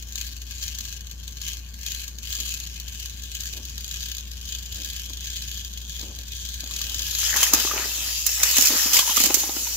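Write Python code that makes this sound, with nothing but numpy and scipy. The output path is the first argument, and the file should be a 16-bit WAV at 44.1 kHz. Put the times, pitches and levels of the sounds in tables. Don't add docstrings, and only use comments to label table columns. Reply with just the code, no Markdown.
import sys
import numpy as np
from scipy import signal
from scipy.io import wavfile
from scipy.ndimage import uniform_filter1d

SR = 44100
rng = np.random.default_rng(int(sys.argv[2]) if len(sys.argv) > 2 else 0)


def undo_db(level):
    steps = np.asarray(level, float) / 20
    return 10 ** steps


def pcm_store(signal):
    levels = np.round(np.clip(np.atleast_2d(signal), -1, 1) * 32767)
    wavfile.write(sys.argv[1], SR, levels.astype(np.int16).T)


N = 430416
T = np.arange(N) / SR

# (frequency [Hz], density [dB per Hz])
SPINNING_SHELL = [(290, -38.5), (500, -26), (742, -26.5), (938, -20), (1020, -20), (1800, -17),
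                  (2300, -14.5), (2650, -13.5), (3930, -9.5), (7000, 2), (8900, -18), (9800, -15.5),
                  (10900, -7.5), (14900, -5), (15800, -10), (16500, -44)]
# (time [s], peak [dB])
RIB_SKIPS = [(0.0242, -27), (0.084, -38), (0.1227, -25), (0.156, -17), (0.1813, -21), (0.2124, -17),
             (0.245, -28), (0.2667, -26), (0.328, -38), (0.3666, -27.5), (0.4182, -25.5), (0.466, -32),
             (0.509, -22.5), (0.5524, -34), (0.582, -31), (0.629, -25), (0.6795, -20.5), (0.711, -32),
             (0.7485, -21.5), (0.7855, -17.5), (0.807, -21), (0.852, -22.5), (0.8853, -28), (0.9257, -23),
             (0.9647, -34), (1.0078, -26.5), (1.069, -27.5), (1.1, -34), (1.112, -24), (1.2008, -49),
             (1.233, -33), (1.278, -22), (1.3224, -32), (1.3694, -27), (1.4152, -20), (1.451, -29),
             (1.4823, -16.5), (1.5325, -21), (1.5696, -27), (1.6886, -39), (1.7402, -28.5), (1.7893, -34),
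             (1.8118, -28), (1.8315, -26), (1.863, -16), (1.918, -19), (1.947, -19), (2.0084, -35),
             (2.04, -28), (2.0788, -21.5), (2.185, -25), (2.2302, -25), (2.253, -26), (2.273, -32),
             (2.3034, -22.5), (2.3507, -19), (2.4015, -15.5), (2.327, -18), (2.457, -21), (2.571, -27),
             (2.4833, -30), (2.5105, -29), (2.5394, -17.5), (2.6, -20.5), (2.6374, -24.5),
                (2.671, -23.5), (2.704, -34), (2.745, -33), (2.7605, -27), (2.799, -21.5), (2.8812, -24),
                (2.9243, -28), (2.9467, -26), (2.9997, -24), (3.025, -29), (3.0574, -20), (3.0974, -37),
                (3.197, -31), (3.2206, -29), (3.236, -25.5), (3.3157, -25.5), (3.3495, -20.5),
                (3.4063, -20), (3.4357, -25), (3.456, -21), (3.467, -24.5), (3.5353, -27), (3.5686, -23),
                (3.6514, -23.5), (3.695, -27.5), (3.779, -21), (3.807, -25), (3.8438, -22.5), (3.8784, -24),
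                (3.911, -21), (3.9404, -22.5), (3.9595, -26), (4.0055, -23), (4.029, -22), (4.058, -20.5),
                (4.086, -24), (4.116, -19), (4.1483, -21.5), (4.168, -22.5), (4.182, -22), (4.278, -37),
                (4.3146, -27), (4.37, -30), (4.412, -26), (4.4535, -27.5), (4.477, -28), (4.4894, -23.5),
                (4.523, -22), (4.549, -22.5), (4.586, -25), (4.6264, -29), (4.6594, -26), (4.724, -21.5),
                (4.7446, -24.5), (5.272, -25),
             (4.7565, -24), (4.8178, -23), (4.846, -19), (4.901, -24), (4.9319, -23), (4.9636, -22.5),
              (4.995, -23), (5.059, -28), (5.097, -24), (5.133, -22.5), (5.1713, -24), (5.2065, -24.5),
              (5.2466, -25), (5.301, -24), (5.332, -33), (5.3644, -21.5), (5.42, -22), (5.4813, -24.5),
              (5.5128, -22.5), (5.543, -27), (5.574, -23.5), (5.6473, -23), (5.735, -30), (5.774, -24),
              (5.8158, -30.5), (5.878, -34), (5.895, -25), (5.9641, -24), (5.9937, -23.5), (6.012, -22.5),
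              (6.164, -30), (6.187, -23.5), (6.2816, -27), (6.3197, -23), (6.35, -27), (6.418, -32),
              (6.451, -22), (6.488, -20), (6.5406, -21.5), (6.605, -19), (6.64, -22.5), (6.661, -26),
              (6.674, -24), (6.71, -21.5), (6.7374, -21.5), (6.763, -18), (6.79, -22), (6.815, -14.5),
              (6.8393, -21), (6.867, -20.5), (6.8955, -19.5), (6.918, -22), (6.944, -15), (6.9688, -32),
              (6.992, -16), (7.0188, -16.5), (7.067, -21), (7.1094, -16), (7.1493, -14), (7.1848, -19)]
ALL_SKIPS = RIB_SKIPS


def evened(x):
    return x / np.sqrt(np.mean(x ** 2) + 1e-20)


def read(points, hz):
    f, value = np.transpose(points)
    return np.interp(np.log(hz + 1), np.log(f + 1), value)


def curves(rows):
    s, *columns = np.transpose(rows)
    return [np.interp(T, s, c) for c in columns]


def colour(x, points, size=2048):
    hz = abs(np.fft.fftfreq(2 * size, 1 / SR))
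    db = np.maximum(read(points, hz), -100)
    spectrum = np.exp(np.conj(signal.hilbert(np.log(undo_db(db)))))
    fir = np.fft.ifft(spectrum).real[:size]
    return signal.oaconvolve(x, fir)[:len(x)]


def ring(x, hz, width_hz, count=1):
    turn = np.exp(2j * np.pi * np.cumsum(hz * np.ones(x.shape[-1])) / SR)
    r = np.exp(-np.pi * width_hz / SR)
    smoothed = signal.lfilter([(1 - r) ** count], np.poly([r] * count), x * np.conj(turn))
    return 2 * (turn * smoothed).real


def drift(size):
    return evened(uniform_filter1d(uniform_filter1d(rng.standard_normal(N), size), size))


def add(mix, s, sound):
    part = mix[..., round(s * SR):][..., :sound.shape[-1]]
    part += sound[..., :part.shape[-1]]


def sides(pan_db):
    return undo_db(np.array([pan_db / 2, -pan_db / 2]))


def heard(strands, lead, same):
    other = same * strands[0] + np.sqrt(1 - same ** 2) * strands[1]
    other = other + signal.lfilter(*signal.butter(1, 900, fs=SR), strands[0] - other)
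    return np.array([strands[0], np.roll(other, lead)])


def contacts(per_s, spread_db):
    size = undo_db(spread_db * np.minimum(rng.exponential(1, N), 3)) * rng.choice([-1., 1.], N)
    return evened(size * (rng.random(N) < per_s / SR))


def bouts(rows, rise_db_per_s, fall_db_per_s):
    t = T[::32]
    power = np.zeros(len(t))
    for s, hold, db, *_ in rows:
        early, late = np.maximum(s - t, 0), np.maximum(t - s - hold, 0)
        power += undo_db(2 * (db - rise_db_per_s * early - fall_db_per_s * late))
    return np.interp(T, t, power)


def burst(rise_s, t60, tail_db, tail_t60):
    t = np.arange(2000) / SR
    shape = undo_db(-60 * t / t60) + undo_db(tail_db - 60 * t / tail_t60)
    shape *= (1 - np.exp(-t / rise_s)) / shape.max()
    sound = rng.standard_normal(len(t)) * shape
    return sound * np.linalg.norm(shape[:200]) / np.linalg.norm(sound[:200])


def body(x, rings_db):
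    # (frequency [Hz], density [dB per Hz])
    loaded_shell = [(290, -53), (500, -51), (952, -22), (1130, -18.5), (1290, -16), (1670, -6.5),
                    (1950, -12), (2800, -5), (3200, 3), (5510, -4), (6660, 6), (8800, -21.5), (9800, -20.5),
                    (12500, -6.5), (14500, -11), (15800, -12), (16500, -47)]
    # (frequency [Hz], width [Hz], lift [dB])
    near_modes = [(1160, 76, 8), (1630, 71, 5.5), (2120, 47, 3), (2470, 49, 5.5), (3060, 89, -6),
                  (4140, 190, -0.5), (4500, 140, 2)]
    far_modes = [(1200, 130, -1.5), (1650, 150, 2), (2500, 44, 8.5), (3270, 500, -8.5), (3580, 50, 4),
                 (4010, 240, 1), (4480, 82, 2.5), (4720, 310, 1)]
    t = np.arange(1500) / SR
    far = np.interp(T, [2.1, 3.8], [0, 1])[:len(x)]

    def rung(modes):
        response = np.zeros(len(t))
        for hz, w, db in modes:
            response += undo_db(db) * np.pi * w / SR * np.exp(-np.pi * w * t) * np.cos(2 * np.pi * hz * t)
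        return signal.oaconvolve(x, response)[:len(x)]

    rings = (1 - far) * rung(near_modes) + far * rung(far_modes)
    return colour(x + 2 * undo_db(rings_db) * rings, loaded_shell)


def hard_shell(pair):
    unit = np.linalg.norm(colour(signal.unit_impulse(4000), SPINNING_SHELL))
    return np.array([colour(x, SPINNING_SHELL) for x in pair]) / unit


def gears():
    # (time [s], share [0-1])
    freed_share = [
        (0, 0.24),
        (6.6, 0.29),
        (7.3, 0.81),
        (7.9, 0.9),
        (9.76, 1),
    ]
    # (time [s], centre [Hz], level against grind [dB])
    gearbox = [(0.0, 3040, -13), (2.7, 3070, -10.5), (5.3, 3250, -7), (6.65, 3270, -10), (6.72, 3100, -8.5),
               (7.25, 3170, -9), (7.6, 3060, -25), (8.2, 2970, -27), (8.45, 2940, -19), (8.7, 3050, -21),
               (8.95, 3220, -18), (9.25, 3050, -14.5), (9.76, 2900, -34)]
    # (time [s], centre [Hz], level against grind [dB])
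    whine_curve = [(7.8, 5140, -14), (8.11, 5000, -16), (8.13, 4800, -7), (8.24, 4960, -10),
                   (8.3, 5400, -12), (9.76, 4960, -26)]
    # (time [s], upper wall [Hz], level against grind [dB])
    cab_song = [(6.65, 3100, -30), (6.72, 3150, -21), (7.1, 3150, -33), (7.27, 3120, -19), (7.4, 3140, -17),
                (7.85, 3120, -19), (7.92, 3160, -18), (8.1, 3100, -19), (8.18, 3220, -18), (8.3, 3100, -16),
                (8.45, 3020, -30)]
    freed = curves(freed_share)[0]
    box_hz, box_db = curves(gearbox)
    whine_hz, whine_db = curves(whine_curve)
    song_hz, song_db = curves(cab_song)
    flutter = undo_db(3 * drift(size=100) * (1 - freed))

    teeth = np.array([contacts(per_s=3000, spread_db=2.8) + 0.53 * rng.standard_normal(N) for _ in range(2)])
    loaded = evened(np.array([body(x, rings_db=1) for x in teeth]))
    spinning = evened(np.array([colour(x, SPINNING_SHELL) for x in teeth]))
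    box = undo_db(box_db) * evened(ring(teeth, box_hz, width_hz=800, count=2))
    whine = undo_db(whine_db) * freed * evened(ring(teeth, whine_hz, width_hz=500, count=2))
    upper_wall = evened(ring(teeth, song_hz, width_hz=120))
    lower_wall = evened(ring(teeth, 0.858 * song_hz, width_hz=99))
    song = undo_db(song_db) * (upper_wall + lower_wall)

    no_bass = signal.butter(2, 1250, "high", fs=SR, output="sos")
    on_track = signal.sosfilt(no_bass, np.sqrt(1 - freed) * loaded + box + song + whine)
    strands = (on_track + np.sqrt(freed) * spinning) * flutter

    motor_hz = 178.1 * (1 + 0.1 * drift(size=5000))
    throb_db = 3 * np.cos(2 * np.pi * np.cumsum(motor_hz) / SR) * (1 - freed)
    ease = np.sin(np.pi * (ribs_passed() % 1) ** 1.7)
    ease_db = 11.5 * ease * np.maximum(0.55 - freed, 0)
    return undo_db(0.11 + throb_db - ease_db) * grind() * strands


def grind():
    # (time [s], grind [dB])
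    idle = [(0.0, -46), (2.2, -49.5), (2.6, -43), (4.1, -43.5), (4.25, -45), (4.7, -43.5), (6.65, -44.5),
            (7.11, -32), (8.19, -28.5), (8.245, -31.5), (8.27, -27.5), (9.4, -25), (9.54, -30.5),
            (9.56, -28), (9.76, -28)]
    # (start [s], hold [s], grind [dB])
    shoves = [(0.0, 0.016, -53), (.16, 0.13, -39.5), (.516, 0.0087, -41.5), (.64, 0.028, -33),
              (.8, 0.14, -40), (1.29, .01, -47), (1.47, 0.047, -36), (1.87, 0.16, -36), (2.315, 0.21, -33),
              (3.0, .04, -39), (3.355, 0.066, -38.5), (3.53, 0.015, -38.5), (3.8, 0.069, -46),
              (3.93, 0.17, -39), (4.51, .04, -39.5), (4.77, 0.26, -39), (5.265, 0.33, -38.5),
              (5.93, 0.13, -42), (6.34, 0.24, -40), (6.72, 0.12, -38.5)]
    # (start [s], hold [s], grind [dB])
    jolts = [(7.2, 0.11, -27), (7.37, 0.11, -25.5), (7.55, 0.13, -27.5), (8.3, 0.016, -33),
             (8.43, 0.1, -24), (8.56, 0.12, -21.5), (8.7, 0.18, -24.5), (8.935, 0.072, -20),
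             (9.07, 0.047, -25.5), (9.17, 0.093, -23), (9.383, 0.024, -25)]
    power = undo_db(2 * curves(idle)[0])
    power = power + bouts(shoves, rise_db_per_s=154, fall_db_per_s=146)
    return np.sqrt(power + bouts(jolts, rise_db_per_s=446, fall_db_per_s=380))


def ribs_passed():
    s = np.sort([row[0] for row in ALL_SKIPS])
    return np.interp(T, s, np.arange(len(s)))


def wandering(x, patchy_db):
    z = signal.stft(x, nperseg=256)[2]
    patches = rng.standard_normal(z.shape[-2:][::-1]).T
    patches = uniform_filter1d(patches, size=4, axis=0)
    patches = evened(uniform_filter1d(patches, size=24, axis=1))
    return signal.istft(z * undo_db(patchy_db * patches), nperseg=256)[1][..., :N]


def skips():
    out = np.zeros((2, N))
    for s, db in ALL_SKIPS:
        pair = [burst(rise_s=0.00091, t60=0.011, tail_db=-16, tail_t60=0.087) for _ in range(2)]
        add(out, s, undo_db(db) * np.array(pair))
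    out = signal.lfilter([1, -0.61], [1], out)
    unit = np.linalg.norm(body(signal.unit_impulse(4000), rings_db=-31.5))
    return undo_db(3) * np.array([body(x, rings_db=-1.5) for x in out]) / unit


def cracks():
    # (time [s], peak [dB], ring [Hz], low part [dB], left-right [dB])
    crack_rows = [(7.185, -17, 2920, -27, 5), (7.362, -12, 3440, -26, 8), (7.4298, -7, 3180, -19, 8),
                  (7.5341, -1.5, 1170, -25.5, 4.5), (7.598, -13.5, 3240, -17, 6),
                  (7.7762, -35, 2550, 4.5, 0), (8.264, -9, 3420, -56, -11), (8.4316, -3.5, 2630, -33, 3),
                  (8.5664, -9, 2770, -17, 2), (8.6096, -9.5, 3160, -39, -7), (8.6543, -8.5, 2460, -34, 0),
                  (8.9327, -9, 2700, -42, -7), (8.9666, -5.5, 2760, -23, 8), (8.9891, -7, 3400, -17, 3),
                  (9.1621, -10.5, 1200, -39, -3), (9.2, -7, 2660, -21, 4), (9.2362, -5, 2560, -36, 0),
                  (9.2576, -8, 2580, -23, -1), (9.3418, -4.5, 2470, -46, -4), (9.5525, -33, 2650, -35, 1)]
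    out = np.zeros((2, N))
    for s, db, hz, low_db, pan_db in crack_rows:
        pair = [burst(rise_s=0.00098, t60=0.031, tail_db=-9, tail_t60=0.074) for _ in range(2)]
        low = np.array([ring(x, hz, width_hz=440) for x in pair])
        both = hard_shell(pair) + undo_db(low_db + 27) * low
        add(out, s, undo_db(db - 1.5) * heard(both, lead=-4, same=0.11) * sides(pan_db)[:, None])
    return out


def snaps():
    # (time [s], peak [dB])
    snap_rows = [(7.3402, -16), (7.368, -9), (7.4061, -12), (7.4124, -15), (7.427, -9), (7.4374, -8),
                 (7.5458, -5.5), (8.511, -11), (8.5814, -2.5), (8.6224, -3.5), (8.6704, -5), (8.6834, -8),
                 (8.9424, -5), (8.9578, -7), (8.9954, -13), (9.1684, -6), (9.1777, -12), (9.2134, -7),
                 (9.3474, -5.5), (9.3544, -11)]
    out = np.zeros((2, N))
    for s, db in snap_rows:
        pair = [burst(rise_s=0.00067, t60=0.021, tail_db=-12, tail_t60=0.082) for _ in range(2)]
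        add(out, s, undo_db(db) * np.array(pair))
    return undo_db(-3) * heard(hard_shell(out), lead=-5, same=0.11) * sides(-1.4)[:, None]


def taps(rows, t60, lift_db):
    out, t = np.zeros(N), np.arange(1500) / SR
    for s, db, hz in rows:
        lower_hz = hz * (1 - rng.uniform(0.042, 0.19))
        pair = np.sin(2 * np.pi * hz * t) + 0.52 * np.sin(2 * np.pi * lower_hz * t)
        add(out, s, undo_db(db + lift_db - 60 * t / t60) * (1 - np.exp(-t / 0.00092)) * pair)
    return out


def small_parts():
    # (time [s], peak [dB], ring [Hz])
    stutter = [(7.2314, -29, 1630), (7.248, -32, 1780), (7.2644, -31, 1780), (7.2814, -28, 1730),
               (7.2946, -28, 1890), (7.3044, -28, 1730), (7.318, -28, 1960), (7.3292, -21, 1800),
               (7.341, -18, 1810), (7.3566, -24, 1910), (7.3684, -22, 1730), (7.3784, -31, 1530),
               (7.4225, -24, 1920), (7.467, -23.5, 1900), (7.8204, -27, 1680), (7.842, -25, 1950)]
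    # (time [s], peak [dB], ring [Hz])
    toy_taps = [(8.4318, -13, 4300), (8.5433, -19, 2590), (8.565, -24, 2670), (8.6504, -12.5, 2430),
                (8.7967, -15.5, 1850), (8.834, -18, 2720), (8.866, -19, 2540), (8.9655, -13, 2710),
                (8.9891, -2.5, 3410), (9.0639, -18, 2980), (9.0948, -23, 2980), (9.1626, -21, 2500),
                (9.177, -10, 3270), (9.2026, -17, 3000), (9.236, -7.5, 4170), (9.301, -18, 2580),
                (9.4006, -22, 4400), (9.4331, -22, 3600), (9.491, -20, 4180), (9.6675, -24, 3470)]
    edge = taps(stutter, t60=0.011, lift_db=7.5) * sides(8.9)[:, None]
    return edge + taps(toy_taps, t60=0.021, lift_db=-4) * sides(-2.1)[:, None]


def clatter():
    # (start [s], hold [s], level [dB], centre [Hz])
    tumbles = [(6.68, 0.9, -51, 1370), (7.22, 0.066, -42, 1700), (7.35, 0.031, -32, 1500),
               (7.43, 0.019, -31, 1530), (7.53, 0.051, -32, 1290), (7.71, 0.1, -32.5, 1140),
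               (7.82, 0.018, -34, 2010), (7.95, 0.15, -44, 1100), (8.4, 0.093, -32, 1930),
               (8.58, 0.18, -31.5, 1830), (8.76, 0.24, -33, 1500), (9.06, 0.099, -39, 1000),
               (9.17, 0.09, -41, 1700), (9.3, 0.037, -36, 910), (9.43, 0.18, -44.5, 905)]
    middle_s = [s + hold / 2 for s, hold, *_ in tumbles]
    hz = np.interp(T, middle_s, [row[3] for row in tumbles])
    band = signal.butter(2, [450, 2600], "band", fs=SR, output="sos")
    pair = [contacts(per_s=1100, spread_db=6) for _ in range(2)]
    pair = [evened(signal.sosfilt(band, 0.33 * x + ring(x, hz, width_hz=1100))) for x in pair]
    strength = np.sqrt(bouts(tumbles, rise_db_per_s=352, fall_db_per_s=155))
    return undo_db(-5.5) * strength * heard(pair, lead=-2, same=0.24)


def knocks():
    # (time [s], peak [dB], ring [Hz])
    bumps = [
        (4.815, -43, 288),
        (4.861, -45, 300),
        (5.101, -40.5, 290),
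        (6.03, -38.5, 300),
        (6.634, -39, 280),
        (6.71, -39, 1150),
        (6.809, -38.5, 1170),
    ]
    # (time [s], peak [dB], ring [Hz])
    first_drop = [(7.358, -25, 1090), (7.402, -29, 990), (7.429, -19, 1095), (7.535, -16.5, 306),
                  (7.614, -30, 1190), (7.648, -21, 373), (7.673, -24, 1160), (7.711, -17, 1204),
                  (7.736, -26, 404), (7.761, -25, 377), (7.795, -26, 380), (7.854, -30, 420),
                  (7.915, -27, 2740), (8.291, -24.5, 2700), (8.4, -26, 2040), (8.435, -28, 1510)]
    # (time [s], peak [dB], ring [Hz])
    second_landing = [(8.54, -30, 1160), (8.585, -20, 263), (8.702, -22, 290), (8.732, -28, 282),
                      (8.752, -27, 310), (8.856, -26, 250), (8.957, -24, 960), (8.991, -18, 1110),
                      (9.027, -26, 1050), (9.076, -25, 960), (9.094, -20, 1020), (9.11, -26, 880),
                      (9.173, -15.5, 1214), (9.174, -29, 304), (9.251, -28, 327), (9.266, -27, 310),
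                      (9.305, -23.5, 810), (9.201, -27, 292), (9.239, -23, 210), (9.302, -17.5, 342),
                      (9.342, -27, 296), (9.369, -25.5, 368), (9.434, -26.5, 810), (9.438, -26, 326),
                      (9.491, -27, 340), (9.493, -28, 820), (9.567, -37, 810), (9.564, -26, 330),
                      (9.669, -32.5, 930)]
    out, t = np.zeros(N), np.arange(4000) / SR
    for s, db, hz in bumps + first_drop + second_landing:
        overtone_hz = 1.666 * rng.uniform(0.79, 1.014) * hz
        wall = np.sin(2 * np.pi * hz * t) + 0.14 * np.sin(2 * np.pi * overtone_hz * t)
        rough = ring(rng.standard_normal(len(t)), 1.83 * hz, width_hz=3.6 * hz)
        wall += 1.33 * rough * np.sqrt(300 / hz)
        t60 = 0.02 + 1.3 / hz
        add(out, s, undo_db(db + 8.5 - 60 * t / t60) * (1 - np.exp(-t / 0.0029)) * wall)
    return out


def rumbles():
    # (start [s], hold [s], level [dB])
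    rumble_bouts = [(2.385, 0.03, -51), (3.555, 0.044, -46), (4.76, 0.063, -50), (5.09, 0.022, -55),
                    (6.01, 0.11, -47), (6.19, 0.019, -51.5), (6.64, 0.013, -50), (6.72, 0.32, -54),
                    (7.35, 0.013, -45), (7.97, 0.098, -50.5), (7.535, 0.059, -38), (7.68, 0.2, -46),
                    (8.59, 0.015, -34.5), (8.72, 0.023, -33.5), (8.86, 0.12, -44.5), (9.19, 0.094, -37.5),
                    (9.4, 0.22, -45), (9.68, 0.027, -49)]
    blows = contacts(per_s=850, spread_db=1.5)
    band = signal.butter(1, [200, 380], "band", fs=SR, output="sos")
    low = evened(signal.sosfilt(band, blows) + 0.079 * blows)
    low = signal.sosfilt(signal.butter(3, 1000, fs=SR, output="sos"), low)
    return undo_db(-2) * np.sqrt(bouts(rumble_bouts, rise_db_per_s=450, fall_db_per_s=254)) * low


def echoes(x):
    # (frequency [Hz], t60 [s])
    echo_t60 = [(300, 0.1), (2000, 0.16), (6000, 0.011), (15000, 0.033)]
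    hits = np.zeros((2, SR // 2))
    at = np.arange(100, SR // 2 - 20, 20)
    at = at + rng.integers(0, 20, (2, len(at)))
    np.put_along_axis(hits, at, rng.choice([-1., 1.], at.shape), 1)
    hz, t, z = signal.stft(hits, SR, nperseg=256)
    decay = undo_db(-60 * t / read(echo_t60, hz)[:, None])
    tail = signal.istft(z * decay, SR, nperseg=256)[1]
    return signal.fftconvolve(x.mean(0)[None], tail / np.linalg.norm(tail[0]), axes=1)[:, :N]


def background():
    # (frequency [Hz], density [dB per Hz])
    room = [(15, -47), (25, -26), (48, -13), (70, -4.5), (89, -4), (109, -13.5), (206, -16), (275, -25),
            (415, -29), (600, -36), (769, -36), (961, -37.5), (1160, -33.5), (1310, -43.5), (1500, -30),
            (1950, -38), (3300, -120)]
    # (time [s], hum level [dB])
    gain_curve = [
        (0.0, -38.5),
        (7.18, -37.5),
        (7.61, -41.5),
        (8.45, -40.5),
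        (8.67, -45.5),
        (9.3, -45.5),
        (9.76, -42.5),
    ]
    hum_db = curves(gain_curve)[0]
    hum = np.sqrt(2) * np.sin(2 * np.pi * 59 * T) * undo_db(0.5 * drift(size=2500))
    response = undo_db(read(room, np.linspace(0, SR / 2, 4097)))
    response[-1] = 0
    fir = signal.firwin2(8191, np.linspace(0, 1, 4097), response)
    shared, apart = (evened(signal.fftconvolve(rng.standard_normal(N), fir, "same")) for _ in range(2))
    apart = signal.lfilter(*signal.butter(1, 250, "high", fs=SR), apart)
    rumble = undo_db(-48.5 - hum_db[0]) * (shared + 0.6 * np.array([apart, -apart]))
    return undo_db(hum_db) * (hum + rumble) * sides(1.2)[:, None]


def scene():
    # (time [s], left-right [dB])
    place = [(0.0, 9), (3.7, 7.5), (4.4, 8), (5.46, 6.5), (6.93, 7.5), (7.64, 7.5), (9.76, 5)]
    strands = wandering(gears(), patchy_db=2) + skips()
    before, after = heard(strands, lead=5, same=0.26), heard(strands, lead=-4, same=0.11)
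    engines = np.where(T < 7.05, before, after) * sides(curves(place)[0] - 2.2)
    near = engines + cracks() + snaps() + clatter() + small_parts()
    high_pass = signal.butter(3, 190, "high", fs=SR, output="sos")
    blows = signal.sosfilt(high_pass, knocks() + rumbles()) * sides(1.4)[:, None]
    return near + blows + echoes(undo_db(-10.5) * near + undo_db(-16) * blows) + background()


def roll_off(x):
    return signal.sosfilt(signal.butter(12, 16970, fs=SR, output="sos"), x)


def record(dry):
    # (frequency [Hz], left-right [dB])
    port_mismatch = [(60, 5), (130, 6), (290, 5), (640, 7), (1410, 5), (3100, 3.5), (6820, 3), (9500, -4.5),
                     (15000, 0.5)]
    ports = [[(hz, sign * (db - 4) / 2) for hz, db in port_mismatch] for sign in (1, -1)]
    wet = np.array([colour(x, port) for x, port in zip(dry, ports)])
    low_pass = signal.firwin(255, 15700, fs=SR)
    wet = signal.oaconvolve(wet, low_pass[None], "same", axes=1)
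    return roll_off(np.clip(wet, -1, 1))


dry = scene()
out = record(dry)
pcm_store(out)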